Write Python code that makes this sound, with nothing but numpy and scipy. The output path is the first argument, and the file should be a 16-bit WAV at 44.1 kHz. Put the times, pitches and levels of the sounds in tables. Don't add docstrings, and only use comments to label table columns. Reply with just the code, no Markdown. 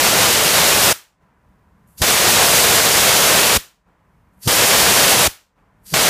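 import sys
import numpy as np
from scipy import signal
from scipy.fft import rfft, irfft
from scipy.io import wavfile
from scipy.ndimage import minimum_filter1d

SR = 44100
rng = np.random.default_rng(int(sys.argv[2]) if len(sys.argv) > 2 else 0)


def wrap_up_sound(samples):
    columns = np.atleast_2d(samples).T
    tamed = np.clip(columns, -1, 1)
    steps = np.round(tamed * 32767).astype(np.int16)
    wavfile.write(sys.argv[1], SR, steps)


N = 268569

# open_s, shut_s, level_db, treble_db
VALVE_LIFTS = [(-.1, 0.928, -6.5, 0.5), (2.0195, 3.574, -4.5, 1), (4.477, 5.276, -4, 1),
               (5.94, 6.3, -7, 0.2)]
# frequency_hz, level_db
JET_SPECTRUM = [(15, -40.5), (30, -17), (58, -7.5), (110, -4), (190, -2.5), (270, -6.5), (420, -0.5),
                (590, 0.9), (1200, -2.5), (3000, -3.5), (7000, -6), (10000, -8.5), (12500, -10),
                (15300, -14.5)]
# frequency_hz, level_db, t60_s
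GARAGE_REVERB = [(60, -28.5, 0.29), (200, -24, .23), (700, -28.5, 0.42), (1970, -13.5, .28),
                 (4970, -18, 0.3), (10000, -12, 0.25), (14980, -15, 0.21)]
# frequency_hz, level_db
DRONE_SPECTRUM = [(20, -16), (32, -5.5), (43, 3), (65, 0.5), (100, -3), (140, -4.5), (190, 0), (245, -10.5),
                  (330, -23), (600, -42.5)]
# frequency_hz, level_db
RUSH_SPECTRUM = [(150, -23), (290, -4), (350, -10), (450, -5), (560, -7.5), (750, -6.5), (1100, -7.5),
                 (1800, -12.5), (2700, -22), (4000, -32), (8000, -37), (15300, -48)]
# crack_s, leak_db, rise_s, weep_db
SEAT_LEAKS = [(1.982, -39.5, 0.006, -61.5), (4.432, -36.5, 0.011, -73), (5.864, -42.5, 0.011, -90)]
# frequency_hz, level_db
LEAK_SPECTRUM = [(600, -19), (2700, -11), (5000, -18), (7500, -5), (12000, 1.5), (15000, -10.5)]
# peak_s, level_db, pitch_hz
VALVE_PUFFS = [(2.02, -10.0, 78.9), (3.573, -6.5, 70), (4.476, -9.5, 115), (5.278, -8, 74.4),
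               (5.939, -11.5, 159)]


def from_db(db):
    return 10 ** (np.asarray(db) / 20)


def unit_rms(x):
    return x / np.sqrt(np.mean(x ** 2) + 1e-20)


def seconds():
    return np.arange(N) / SR


def at_hz(points, hz, column=1):
    table = np.array(points)
    return np.interp(np.log(np.maximum(hz, 1)), np.log(table[:, 0]), table[:, column])


def noise(spectrum):
    hz = np.arange(N // 2 + 1) * SR / N
    return unit_rms(irfft(rfft(rng.standard_normal(N)) * from_db(at_hz(spectrum, hz)), N))


def drift(rate_hz):
    knots = rng.standard_normal(N // 20)
    return unit_rms(np.interp(seconds() * rate_hz, np.arange(len(knots)), knots))


def butterworth(x, order, edges_hz, kind):
    return signal.sosfilt(signal.butter(order, edges_hz, kind, fs=SR, output="sos"), x)


def band_noise(low_hz, high_hz):
    return unit_rms(butterworth(rng.standard_normal(N), 2, [low_hz, high_hz], "band"))


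def resonance(hz, width_hz):
    return unit_rms(signal.lfilter(*signal.iirpeak(hz, hz / width_hz, fs=SR), rng.standard_normal(N)))


def lag(x, time_s):
    keep = np.exp(-1 / (time_s * SR))
    return signal.lfilter([1 - keep], [1, -keep], x)


def attack(age, rise_s):
    return np.exp(np.minimum(age, 0) / rise_s)


def jet(opening_s=0.0029, closing_s=0.0055, build_s=0.075, build_db=4.5, eddy_db=1.0, flutter_db=0.83):
    t, flow = seconds(), noise(JET_SPECTRUM)
    treble = butterworth(flow, 1, edges_hz=4800, kind="high")
    roar = (flow - treble) * from_db(eddy_db * drift(rate_hz=45))
    hiss = treble * from_db(flutter_db * drift(rate_hz=25))
    out = np.zeros(N)
    for open_s, shut_s, level_db, treble_db in VALVE_LIFTS:
        lift = np.clip((t - open_s) / opening_s + 1, 0, 1) * np.clip((shut_s - t) / closing_s + .5, 0, 1)
        shortfall_db = build_db * np.exp(-np.maximum(t - open_s, 0) / build_s)
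        out += lift * from_db(level_db - shortfall_db) * (roar + from_db(treble_db) * hiss)
    return out


def garage(x, bands=9):
    out = np.zeros(N)
    edges_hz = np.geomspace(40, 16000, bands + 1)
    for low_hz, high_hz in zip(edges_hz, edges_hz[1:]):
        centre_hz = np.sqrt(low_hz * high_hz)
        decay_s = at_hz(GARAGE_REVERB, centre_hz, column=2) / np.log(10 ** 6)
        energy = lag(butterworth(x, 2, [low_hz, high_hz], "band") ** 2, decay_s)
        out += from_db(at_hz(GARAGE_REVERB, centre_hz)) * np.sqrt(energy) * band_noise(low_hz, high_hz)
    return out


def drone(level_db=-56, dip_db=6, hold_s=.42, swell_s=.14, waver_db=0.5):
    t = seconds()
    dips = [(t > open_s) * np.clip(1 - (t - shut_s - hold_s) / swell_s, 0, 1)
            for open_s, shut_s, *_ in VALVE_LIFTS]
    envelope_db = level_db - dip_db * np.max(dips, axis=0)
    return noise(DRONE_SPECTRUM) * from_db(envelope_db - waver_db * drift(rate_hz=18))


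def room_rush(rush_db=-63.5, whine_db=-71):
    return from_db(rush_db) * noise(RUSH_SPECTRUM) + from_db(whine_db) * resonance(990, width_hz=50)


def leak_flow(weep_lead_s=.143, weep_rise_s=.006, creep_db_per_s=108, give_db=6, give_s=0.014):
    t, flow = seconds(), np.zeros(N)
    for (crack_s, leak_db, rise_s, weep_db), (pop_s, *_) in zip(SEAT_LEAKS, VALVE_LIFTS[1:]):
        left_s = np.maximum(pop_s - t, 0)
        weep = from_db(weep_db) * attack(weep_lead_s - left_s, weep_rise_s)
        creep_db = creep_db_per_s * np.clip(t - crack_s, 0, pop_s - crack_s)
        surge_db = give_db * np.exp(-left_s / give_s)
        leak = from_db(leak_db + creep_db + surge_db) * attack(t - crack_s, rise_s)
        flow += (weep + leak) * (t < pop_s)
    return flow


def seep(gain_db=-2.0, sputter_db=1.0, half_coupling_db=-44, whistle_gain=0.58):
    flow = leak_flow()
    bore = resonance(5900, width_hz=2800) + whistle_gain * resonance(4680, width_hz=220)
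    coupling = flow / (flow + from_db(half_coupling_db))
    hiss = noise(LEAK_SPECTRUM) + coupling * bore
    return flow * hiss * from_db(gain_db - sputter_db * drift(rate_hz=250))


def puffs(swell_s=.0065, fade_s=0.0037, swirl_gain=0.49):
    eddies = band_noise(low_hz=40, high_hz=300)
    out = np.zeros(N)
    for peak_s, level_db, pitch_hz in VALVE_PUFFS:
        age = seconds() - peak_s
        envelope = np.exp(np.minimum(age / swell_s, -age / fade_s))
        out += from_db(level_db) * envelope * (swirl_gain * eddies - np.cos(2 * np.pi * pitch_hz * age))
    return out


def scene():
    valve = jet() + seep() + puffs()
    return np.tile(valve + garage(valve) + drone() + room_rush(), (2, 1))


def gain_control(x, threshold_db=-13.0, slope=0.72, hold_s=.275, release_db_per_s=200, overshoot=0.56):
    level_db = 10 * np.log10(lag(x[0] ** 2, time_s=0.0032) + 1e-12)
    wanted_cut_db = slope * np.maximum(level_db - threshold_db, 0)
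    window = int(hold_s * SR)
    held_db = -minimum_filter1d(-wanted_cut_db, window, origin=(window - 1) // 2)
    climb_db = release_db_per_s * seconds()
    cut_db = np.maximum.accumulate(held_db + climb_db) - climb_db
    change_db = cut_db - cut_db[0]
    swing_db = overshoot * (change_db - lag(change_db, time_s=0.058))
    return x * from_db(-lag(cut_db + swing_db, time_s=.0006))


def record(dry, clip_level=.62, low_cut_hz=35, high_cut_hz=15350):
    x = np.clip(gain_control(dry), -clip_level, clip_level)
    x = butterworth(x, 2, low_cut_hz, "high")
    return signal.sosfilt(signal.ellip(12, .1, 70, high_cut_hz, fs=SR, output="sos"), x)


dry = scene()
out = record(dry)
wrap_up_sound(out)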